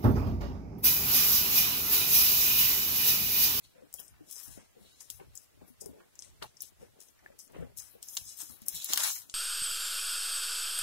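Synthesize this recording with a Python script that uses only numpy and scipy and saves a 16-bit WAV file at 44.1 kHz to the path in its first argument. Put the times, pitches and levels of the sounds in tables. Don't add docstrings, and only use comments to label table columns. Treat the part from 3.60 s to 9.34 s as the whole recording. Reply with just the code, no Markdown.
import sys
import numpy as np
from scipy import signal
from scipy.fft import rfft, irfft
from scipy.io import wavfile
from scipy.ndimage import uniform_filter1d

SR = 44100
rng = np.random.default_rng(int(sys.argv[2]) if len(sys.argv) > 2 else 0)


def bounce(signal):
    frames = np.transpose(np.atleast_2d(signal))
    limited = np.clip(frames, -1, 1)
    pcm = np.round(limited * 32767).astype(np.int16)
    wavfile.write(sys.argv[1], SR, pcm)


def voltage_ratio(decibels):
    exponent = np.asarray(decibels, float) / 20
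    return 10 ** exponent


N = 253134
TIME = np.arange(N) / SR
FREQ = np.fft.rfftfreq(N, 1 / SR)
PORT_LAG = -17

EDGES_HZ = (2720, 4900, 7700, 9700, 12100, 15850)
# t/s, treble loss/dB
SHADOW = [(0, 13.5), (1.1, 47), (1.5, 32), (4.3, 30), (4.42, 11.5), (4.8, 19.5), (5.2, 13.5), (5.74, 16)]


def band(x, lo_hz, hi_hz, order=200):
    f = np.clip(FREQ, lo_hz / 8, hi_hz * 8)
    low_cut = 1 + (lo_hz / f) ** order
    high_cut = 1 + (f / hi_hz) ** order
    return irfft(rfft(x) / np.sqrt(low_cut * high_cut), N)


def unit(x):
    return x / np.sqrt(np.mean(x ** 2))


def walk(rate_hz):
    k = int(SR / rate_hz)
    steps = np.repeat(rng.standard_normal(N // k + 1), k)
    return 1.2 * uniform_filter1d(uniform_filter1d(steps, k), k)[:N]


def crackle(rate_hz, spread_db, tail_s, bed):
    size_db = spread_db * np.minimum(rng.exponential(size=N), 4)
    breaks = (rng.random(N) < rate_hz / SR) * voltage_ratio(2 * size_db)
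    power = signal.lfilter([1], [1, -np.exp(-1 / (tail_s * SR))], breaks)
    return unit(rng.standard_normal(N) * np.sqrt(bed + power / power.mean()))


def ports(x, other, pan_db, alike, lag):
    alike = np.clip(alike, 0, 1)
    right = np.sqrt(1 - alike ** 2) * other - alike * np.roll(x, lag)
    return np.array([x * voltage_ratio(pan_db / 2), right * voltage_ratio(-pan_db / 2)])


def swells(s, length, db, rise_s, fade_db=0):
    t = np.arange(0, N / SR, .001)[:, None] - s
    length = np.maximum(length, .01)
    rise = 20 * np.maximum(-t, 0) / rise_s
    sag = (15 + fade_db) * np.maximum(t, 0) / length
    release = 20 * np.maximum(t - length, 0) / 0.04
    return voltage_ratio(2 * (db - rise - release - sag))


def total(power, rest_db):
    level = 10 * np.log10(power.sum(axis=1) + voltage_ratio(2 * rest_db))
    return np.interp(TIME * 1000, np.arange(len(power)), level)


def floor():
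    # f/Hz, density/dB
    hiss = [(18, 5), (35, -8), (75, 10.5), (210, -11), (584, -1.5), (780, -13.5), (2900, -6.5),
            (15500, -10)]
    hz, db = np.transpose(hiss)
    shape = voltage_ratio(np.interp(np.log(FREQ + 1), np.log(hz), db)) * (FREQ < EDGES_HZ[-1])
    a, b = rfft(rng.standard_normal((2, N))) * shape
    alike = np.clip(0.7 / (1 + (FREQ / 900) ** 2), 0, 1)
    pair = irfft(np.array([a, np.sqrt(1 - alike ** 2) * b - alike * a]), N)
    return unit(pair) * voltage_ratio(-67.5 + walk(6.3))


def hand():
    # t/s, length/s, rumble level/dB
    lurches = [(0.06, 0.08, -69), (0.35, 0.096, -71), (0.527, 0.099, -62.5), (0.905, 0.13, -65.5),
               (0.981, 0.1, -62.5), (1.212, 0.081, -67.5), (1.561, 0.17, -63), (1.677, 0.092, -60.5),
               (1.97, 0.074, -63.5), (2.216, 0.075, -65), (2.309, 0.056, -61), (2.724, 0.19, -69.5),
               (2.821, 0.082, -57.5), (3.016, 0.17, -71), (3.21, 0.17, -64), (3.623, 0.13, -71),
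               (4.008, 0.14, -55), (4.19, 0.13, -64.5), (4.619, 0.045, -58.5), (4.671, 0.027, -59.5),
               (4.923, 0.21, -72.5), (5.15, 0.054, -59.5), (5.535, 0.29, -75.5)]
    s, length, db = np.transpose(lurches)
    level = total(swells(s, length, db, rise_s=0.62 * length), rest_db=-83)
    one, two = (unit(band(rng.standard_normal(N), 42, 125, order=8)) for _ in range(2))
    return ports(one, two, 1.2, alike=.62, lag=12) * voltage_ratio(level + 5.0 + 2.5 * walk(18))


def knocks():
    # t/s, peak level/dB, f/Hz
    thuds = [(0.151, -73.5, 380), (0.182, -56.5, 505), (0.223, -54.5, 505), (0.236, -59.5, 291),
             (0.608, -52.5, 306), (0.878, -62, 250), (0.976, -57, 206), (1.167, -56, 458.4),
             (1.211, -61, 194), (1.598, -53, 794), (1.609, -54, 383), (1.621, -58.5, 910),
             (2.028, -58.5, 184), (2.103, -58.5, 244), (2.218, -51, 437), (2.256, -60, 431),
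             (2.262, -45, 399), (2.292, -51, 258), (2.305, -62, 197.9), (2.343, -58, 570.6),
             (2.663, -66, 557.4), (2.404, -60, 361.4), (2.821, -45.5, 395), (3.228, -49.5, 475),
             (3.661, -45.5, 1731), (3.702, -56.5, 568), (3.987, -45, 163.6), (4.004, -50, 160),
             (4.024, -42.5, 477.4), (4.031, -49, 252.5), (4.352, -55.5, 480), (4.829, -59, 304.1),
             (4.899, -56, 240.6), (5.019, -56.5, 214.4), (5.138, -57, 162)]
    out, t = np.zeros(N + 4096), np.arange(4096) / SR
    for s, db, hz in thuds:
        attack = 1 - np.exp(-t / 0.00034)
        decay = np.exp(-t * hz / 5.3) * attack * (1 - t / t[-1])
        tone = np.sin(2 * np.pi * hz * t) + 0.36 * np.sin(2 * np.pi * 0.453 * hz * t)
        i = int(s * SR)
        out[i:i + 4096] += voltage_ratio(db + 9.5) * decay * tone
    return ports(out[:N], 0, 4.5, alike=.95, lag=5)


def jaws():
    # t/s, length/s, grind level/dB, mouth resonance f/Hz, crunch relative level/dB
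    chews = [(.16, 0.11, -67, 540, -3.5), (0.249, 0.032, -64, 303.4, -12), (0.396, 0.13, -72.5, 340, 4),
             (0.61, 0.11, -69, 305, -7), (0.88, 0.14, -72, 299, 6), (0.977, 0.077, -64, 274.5, 0),
             (1.186, 0.11, -66.5, 355.7, -11), (1.602, 0.064, -62, 437, 0.5),
             (2.013, 0.084, -63.5, 315.1, -6), (2.226, 0.14, -60, 483.5, -35),
             (2.286, 0.13, -62, 299.4, -37), (2.35, 0.11, -62, 433, -18), (2.822, 0.04, -57, 362.6, 6),
             (3.215, 0.082, -61, 342.7, -7), (3.363, 0.087, -72.5, 486, -21),
             (3.637, 0.11, -67.5, 380, -2.5), (3.719, 0.035, -70.5, 596.6, 2),
             (3.899, .05, -70.5, 379, -12), (3.955, 0.12, -57, 424, -11), (4.008, 0.11, -57.5, 518, -27),
             (4.36, 0.054, -71.5, 528, -26), (4.917, 0.17, -72, 240, -2), (5.048, 0.086, -70.5, 226.8, -15),
             (5.159, .1, -73, 206, -4), (5.307, 0.093, -62, 323.6, -10), (5.398, 0.11, -67, 604, 25.5)]
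    # t/s, length/s, crunch level/dB
    crunches = [(0.773, 0.31, -66.5), (1.411, 0.034, -65.5), (2.403, 0.023, -57.5), (2.426, 0.062, -69.5),
                (2.645, 0.048, -87), (0.54, .08, -69.5), (3.518, 0.049, -80), (3.956, 0.14, -59.5),
                (4.016, 0.047, -60), (4.211, 0.21, -68), (4.535, 0.99, -73), (4.803, 0.069, -57.5),
                (5.137, 0.37, -67.5), (5.31, 0.22, -52.5), (5.365, 0.28, -57.5), (5.459, 0.06, -43)]
    rise, rest_db, rest_hz = 0.2, -82, 280.2

    s, length, db, hz, crunch = np.transpose(chews)
    strokes = swells(s, length, db, rise * length)
    grind = total(strokes, rest_db)
    hz = rest_hz * voltage_ratio(2 * (total(strokes * hz / rest_hz, rest_db) - grind))

    at, lasts, crush = np.transpose(crunches)
    crushes = swells(at, lasts, crush, rise * lasts)
    crunch = total(np.hstack([strokes * voltage_ratio(2 * crunch), crushes]), rest_db=-78)

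    body, grit = [], []
    for _ in range(2):
        slips = crackle(80, spread_db=3.0, tail_s=0.0065, bed=0.18)
        ring = unit(band(slips, 0.057, 92, order=4)) * np.sin(2 * np.pi * np.cumsum(hz) / SR)
        body.append(unit(ring) + 1.1 * unit(band(slips, 130, 740, order=10)))
        crumbs = crackle(400, spread_db=3.5, tail_s=0.0031, bed=0.26)
        grit.append(unit(band(crumbs, 670, 2670, order=10)))
    grinding = ports(*body, 4.64, alike=0.68, lag=8) * voltage_ratio(grind + 5.5)
    crunching = ports(*grit, 0.65, alike=0.32, lag=PORT_LAG) * voltage_ratio(crunch + 3.0)
    return grinding + crunching


def bites():
    # t/s, peak level/dB, f/Hz
    cracks = [(0.343, -54.5, 660), (0.427, -58, 750), (2.403, -52, 1064), (2.642, -55.5, 2270),
              (2.824, -37.5, 1100), (2.839, -39, 787.5), (3.592, -57.5, 2040), (3.674, -56, 1820),
              (4.569, -50, 1880), (4.806, -55, 1256), (4.899, -52.5, 1116), (5.082, -54, 2046),
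              (5.14, -47, 2090), (5.291, -44.5, 1930), (5.298, -42, 1823), (5.333, -32, 1076),
              (5.374, -26.5, 1630), (5.399, -46, 1864), (5.408, -55, 1530), (5.433, -29, 1636),
              (5.444, -48, 1193), (5.458, -55, 1130), (5.56, -44.5, 2040)]
    decay_s, width = 0.0098, 0.63
    out, t = np.zeros((2, N + 2048)), np.arange(2048) / SR
    f = np.fft.rfftfreq(2048, 1 / SR) + 1
    for (s, db, hz), noise in zip(cracks, rng.standard_normal((len(cracks), 2, 2048))):
        colour = (f > 420) * (f < 2350) / (1 + ((f / hz - hz / f) / width) ** 2)
        burst = np.roll(noise * np.exp(-t / decay_s), 64, axis=1)
        puff = irfft(rfft(burst) * colour, 2048)
        i = int(s * SR) - 64
        out[:, i:i + 2048] += puff / np.abs(puff[0]).max() * voltage_ratio(db - 0.5)
    return ports(*out[:, :N], 0.11, alike=0.17, lag=PORT_LAG)


def scrapes():
    # t/s, length/s, start f/Hz, end f/Hz, level/dB
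    squeaks = [
        (0.384, 0.016, 3040, 2890, -41.5),
        (0.392, 0.035, 3200, 2890, -56),
        (5.106, 0.0419, 3450, 3780, -53),
        (5.148, 0.039, 3740, 3270, -47),
    ]
    out = np.zeros(N)
    rough = unit(band(rng.standard_normal(N), 10.0, 190, order=4))
    for s, length, hz0, hz1, db in squeaks:
        u = np.clip((TIME - s) / length, 0, 1)
        phase = 2 * np.pi * np.cumsum(hz0 + (hz1 - hz0) * u) / SR
        out += voltage_ratio(db) * np.sin(np.pi * u) * rough * np.sin(phase)
    return ports(out, 0, 0, alike=0.72, lag=PORT_LAG)


def snaps():
    # t/s, peak level/dB, f/Hz, top band relative level/dB
    twigs = [(0.327, -34.5, 8900, -4), (0.3398, -23.5, 7760, 3.5), (0.353, -45, 6100, -15),
             (0.373, -39, 8800, -8), (0.448, -36, 8050, -12), (0.6865, -42, 5280, -8.5),
             (0.7102, -33, 9270, 4), (0.3993, -31.5, 9400, 9), (0.4301, -37.5, 9500, -12),
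             (0.48, -35, 8700, -25), (0.757, -27, 6800, -16), (0.764, -28.5, 5600, -23),
             (0.7992, -31, 9390, 7.5), (0.88, -30.5, 9000, -3), (1.7532, -31, 7900, 2),
             (1.7743, -25.5, 7200, -19), (2.209, -34.5, 5940, -7), (2.259, -29, 9200, 0),
             (2.5907, -25, 6300, -21), (2.9688, -39.5, 5210, -31), (3.0053, -30.5, 6230, -14),
             (3.0195, -35, 8500, 14), (3.403, -33.5, 7900, -24), (3.591, -48.5, 5930, -28),
             (3.7896, -33.5, 6700, 3), (3.8017, -32.5, 5900, -31), (3.8777, -41, 6617, -17),
             (3.921, -50, 9800, 3.5), (4.007, -57, 9580, -5), (4.177, -28, 8270, 4),
             (4.1859, -32, 8110, -18), (4.2002, -28.5, 6150, -19), (4.485, -29, 7100, -18),
             (4.654, -35, 6910, -6), (4.6688, -36, 5180, -17), (4.6906, -26, 7410, -7),
             (4.724, -32, 6840, -12), (4.7705, -31.5, 8960, -11), (4.7879, -27.5, 8740, 1),
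             (4.8062, -25, 8000, -14), (4.8174, -23.5, 8000, -3), (4.895, -35, 9670, -3),
             (4.908, -39, 9500, -2), (5.018, -46.5, 7170, 9), (5.0622, -35, 7620, 1), (5.244, -27, 7340, 8),
             (5.289, -24, 7270, 4), (5.1462, -27.5, 9920, 3), (5.155, -32, 8000, 0),
             (5.4982, -25, 7760, -4)]
    # t/s, peak level/dB, f/Hz, top band relative level/dB, 2.5-5 kHz body relative level/dB
    stalks = [(0.3928, -38, 6050, 7, -8), (1.4057, -32.5, 6800, -29, -18.5),
              (1.5009, -24, 7170, -2.5, -11.5), (2.5536, -43, 7100, -6, -27),
              (2.6219, -30, 5530, -31, -11.5), (2.646, -34, 7810, -20, -8), (2.8245, -36, 5597, -7, 7.5),
              (3.485, -44, 5357, -25, -17), (4.4271, -28.5, 7790, -2, -14), (4.5685, -19, 7220, -3, -7),
              (4.572, -22, 6530, -15, -5.5), (4.8025, -28, 8040, -18, -8), (5.0826, -17.5, 8800, 2.5, -35),
              (5.1495, -25.5, 8420, 4, -19), (5.1991, -35, 6540, -17, -8), (5.2165, -33, 7794, -10, -3),
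              (5.359, -27, 7920, -1, 0), (5.404, -29.5, 7000, 9, 9.5), (5.3265, -29, 5760, -15, 6.5),
              (5.3338, -14.5, 7300, -1, -5.5), (5.3385, -22, 7000, 3.5, -16),
              (5.3739, -14.5, 9500, 2.5, -6.5), (5.3752, -23.5, 5200, 2, -3), (5.379, -26, 9120, 6, -2.5),
              (5.3805, -27.5, 7005, -14, 9.5), (5.4343, -18.5, 6820, -3, -7), (5.4353, -17, 8000, -2, -2),
              (5.084, -25.5, 7060, -7, -17), (5.4375, -26, 7100, -3, -2), (5.6968, -33.5, 6294, -18, -4)]
    twig_body_db = -34
    breaks = [(*row, twig_body_db) for row in twigs] + list(stalks)
    out, t = np.zeros((2, N + 2048)), np.arange(2048) / SR
    f = np.fft.rfftfreq(2048, 1 / SR) + 1
    zone = np.searchsorted([700, *EDGES_HZ[:2], EDGES_HZ[3], 16600], f)
    ringing = zone == 3
    share = np.interp(f, [4500, 6000, 9000], [.05, .4, .95])
    lead = np.exp(2j * np.pi * f * -PORT_LAG / SR)
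    for (s, db, hz, top, mid), noise in zip(breaks, rng.standard_normal((len(breaks), 2, 2048))):
        click = 2.5 * (t == 0) + noise * np.exp(-t / .0004)
        splinters = 0.21 * noise * np.exp(-t / 0.0075)
        burst = rfft(np.roll(click + splinters, 64, axis=1))
        colour = voltage_ratio(np.array([-90, mid - 16.5, mid + 0.26, -9.0, top - 5.0, -90])[zone])
        colour = colour + ringing / (1 + ((f / hz - hz / f) / 0.23) ** 2)
        burst[1] = 1.28 * burst[1] - 0.063 * burst[0] * lead
        burst[1] *= voltage_ratio(-share * np.interp(s, *np.transpose(SHADOW)))
        peak = np.abs(irfft(burst[0] * colour * ringing, 2048)).max()
        i = int((s + 0.001) * SR) - 64
        out[:, i:i + 2048] += irfft(burst * colour, 2048) / peak * voltage_ratio(db)
    return out[:, :N]


def leaves():
    # t/s, length/s, 5-10 kHz level/dB, top band and 2.5-5 kHz relative level/dB
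    tugs = [(.341, 0.17, -59.5, 4, -15), (1.408, 0.074, -53, -3, -27), (1.503, 0.09, -55.5, 3.5, -6.5),
            (1.758, 0.1, -57, 0.5, -38), (2.212, 0.04, -50.5, -3, -38), (2.262, 0.048, -63, 5.5, -27),
            (2.593, 0.087, -63, -1.5, -29), (2.827, 0.038, -55, -1, 1), (2.86, 0.08, -65.5, -10, -4.5),
            (3.021, 0.012, -56, 3, -8), (3.03, 0.011, -54.5, -2, -3), (2.971, 0.054, -81, -19, -17),
            (3.007, 0.092, -64, 9, -20), (3.405, 0.11, -59.5, -0.5, -12.5), (3.792, 0.079, -54.5, -2, -13),
            (4.174, 0.021, -53, 2, -15), (4.186, 0.11, -48, -2.5, -10), (4.428, 0.072, -57, 2.5, -6.5),
            (4.573, 0.076, -49, 2, -3), (4.773, 0.05, -66, 17, -27), (5.064, 0.023, -62, 12, -23),
            (5.087, 0.019, -49, 6, -6), (5.1, 0.17, -53, 4, -7), (5.377, 0.0091, -39, 7.5, -2),
            (5.39, 0.16, -39.5, 1, -4.5), (5.405, 0.076, -42, -4, -3), (5.437, 0.055, -36, 1, -2),
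            (5.698, 0.12, -57.5, -6, -8)]
    drags = [(.05, 0.088, -70.5, 0, 6), (.7, 0.04, -60, -6, -4.5), (.725, 0.25, -51.5, 1, -14),
             (.78, 0.13, -50.5, -7, -16), (.835, 0.082, -55, 5.5, -5), (.93, 0.16, -61, -18, -4),
             (1.22, 0.05, -70.5, 0, -4), (1.26, 0.59, -69.5, -3.5, 1), (2.086, 0.055, -70.5, 9, -5),
             (2.63, 0.045, -62, -14, -4), (2.655, .05, -56.5, -10, -5.5), (3.035, 0.064, -52.5, -4, -6.5),
             (3.22, 0.091, -67, -3, -7.5), (4.3, 0.082, -74, 15, 3.5), (4.5, 0.25, -56.5, 6, -10),
             (4.683, 0.14, -50.5, -3.5, -7.5), (4.807, 0.11, -45.5, 1, -7), (4.91, 0.079, -61.5, 10.5, 0),
             (5.025, 0.04, -68.5, 4.5, -2), (5.16, 0.14, -49.5, 3.5, -0.5), (5.22, 0.062, -50, -4, -2),
             (5.26, 0.044, -51, 3, -2.5), (5.3, 0.061, -43, 1, -2), (5.335, 0.051, -44.5, 6, -1.5),
             (5.47, 0.11, -39, 1.5, -2.5), (5.5, 0.13, -46.5, 2, -5.5), (5.57, 0.12, -54, 3, -5.5),
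             (5.63, .04, -64.5, 5, 5)]
    s, length, db, top, low = np.transpose(list(tugs) + list(drags))
    rise_s = np.repeat([0.009, 0.043], [len(tugs), len(drags)])
    main = total(swells(s, length, db, rise_s), -100)
    top = total(swells(s, length, db + top, rise_s, fade_db=-1.5), -100) - main
    low = total(swells(s, length, db + low, rise_s), -100) - main

    shadow = np.interp(TIME, *np.transpose(SHADOW))
    near, far = (crackle(1500, spread_db=4.0, tail_s=0.0006, bed=1.0) for _ in range(2))
    shut = 3.3 * np.minimum(top + 1.2, 0)
    # level/dB, share of the shadow, lean to the left/dB
    layers = [(low + 1.1, .02, -1.2),
              (2.5, .42, -6.0),
              (1.5, .9, -1.1),
              (1.05 * top + 3, 1.1, -1.3),
              (top + shut + 1.6, 1.1, -1.4)]
    hollow = 11 * np.clip(-low / 8, 0, 1)
    out, shake = 0, 1.5 * walk(45)
    for lo, hi, (level, share, lean_db) in zip(EDGES_HZ, EDGES_HZ[1:], layers):
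        flutter = shake + 1.2 * walk(45)
        pan = share * shadow + lean_db
        middle = (lo + hi) / 2
        end = hi - 380 * (hi == EDGES_HZ[1])
        for a, b in ((lo, middle), (middle, end)):
            lowest = a == EDGES_HZ[0]
            order = 12 if lowest else 200
            alike = 0.8 if lowest else 1100 / a
            pair = ports(unit(band(near, a, b, order)), unit(band(far, a, b, order)), pan, alike, PORT_LAG)
            patch = 1.3 * walk(14) - hollow * (lo < a < EDGES_HZ[1])
            out = out + pair * voltage_ratio(main + level - 3.0 - pan / 2 + flutter + patch)
    return band(out, 970, EDGES_HZ[-1])


def scene():
    return floor() + hand() + knocks() + jaws() + bites() + scrapes() + snaps() + leaves()


def thrift(x):
    # f/Hz, share
    keep_share = [(0, .2), (1000, .4), (1900, .85), (3400, 1.05), (9600, .8), (14000, .95), (15800, 1.1),
                  (15900, 99)]
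    frame, grid, drowned_db = 1024, 287, -8

    n, k = np.arange(2 * frame)[:, None], np.arange(frame)
    window = signal.windows.kaiser_bessel_derived(2 * frame, 4 * np.pi)[:, None]
    cosines = np.cos(np.pi / frame * (n + .5 + frame / 2) * (k + .5))
    basis = window * cosines * np.sqrt(2 / frame)
    pad = 2 * frame - grid
    padded = np.pad(x, ((0, 0), (pad, 2 * frame - (N + pad) % frame)))
    blocks = padded.reshape(2, -1, frame)
    frames = np.concatenate([blocks[:, :-1], blocks[:, 1:]], axis=2)
    lines = frames @ basis
    power = lines ** 2

    near = uniform_filter1d(power, size=24, axis=2)
    masked = voltage_ratio(-6) * uniform_filter1d(power, size=60, axis=2)
    waver = uniform_filter1d(rng.standard_normal((1, lines.shape[1], frame // 8)), size=2, axis=1)
    share = np.interp(k * SR / 2 / frame, *np.transpose(keep_share))
    share = share * voltage_ratio(10.5 * np.repeat(waver, 8, axis=2))
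    weak = power < share ** 2 * np.maximum(near, masked)

    small = power.reshape(2, -1, frame // 8, 8).sum(axis=(0, 3))
    above = sum(np.roll(small, -j, axis=1) for j in (2, 3, 4)) / 3
    weak |= np.repeat(small < voltage_ratio(2 * drowned_db) * above, 8, axis=1) & (k > 90)

    edge = (np.diff(frames, axis=2, prepend=0) ** 2).reshape(*lines.shape[:2], 8, -1).sum(axis=3)
    steady = (edge[..., 1:] < 9 * edge[..., :-1] + 1e-12).all(axis=(0, 2))[None]
    lines = np.where(weak & steady[..., None], 0, lines)

    mid, side = (lines[0] + lines[1]) / 2, (lines[0] - lines[1]) / 2
    excess = mid ** 2 - voltage_ratio(2 * drowned_db) * side ** 2
    faint = excess.reshape(-1, frame // 16, 16).sum(axis=2) < 0
    lines = lines - mid * np.repeat(faint & steady.T, 16, axis=1) * (k > 80)
    back = lines @ basis.T
    blocks[:, 1:-1] = back[:, 1:, :frame] + back[:, :-1, frame:]
    return blocks.reshape(2, -1)[:, pad:pad + N]


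def band_limit(x):
    return signal.sosfilt(signal.butter(12, 16970, fs=SR, output="sos"), x)


def record(dry):
    mix = band(thrift(dry), 6.1, 15730)
    return band_limit(mix)


dry = scene()
out = record(dry)
bounce(out)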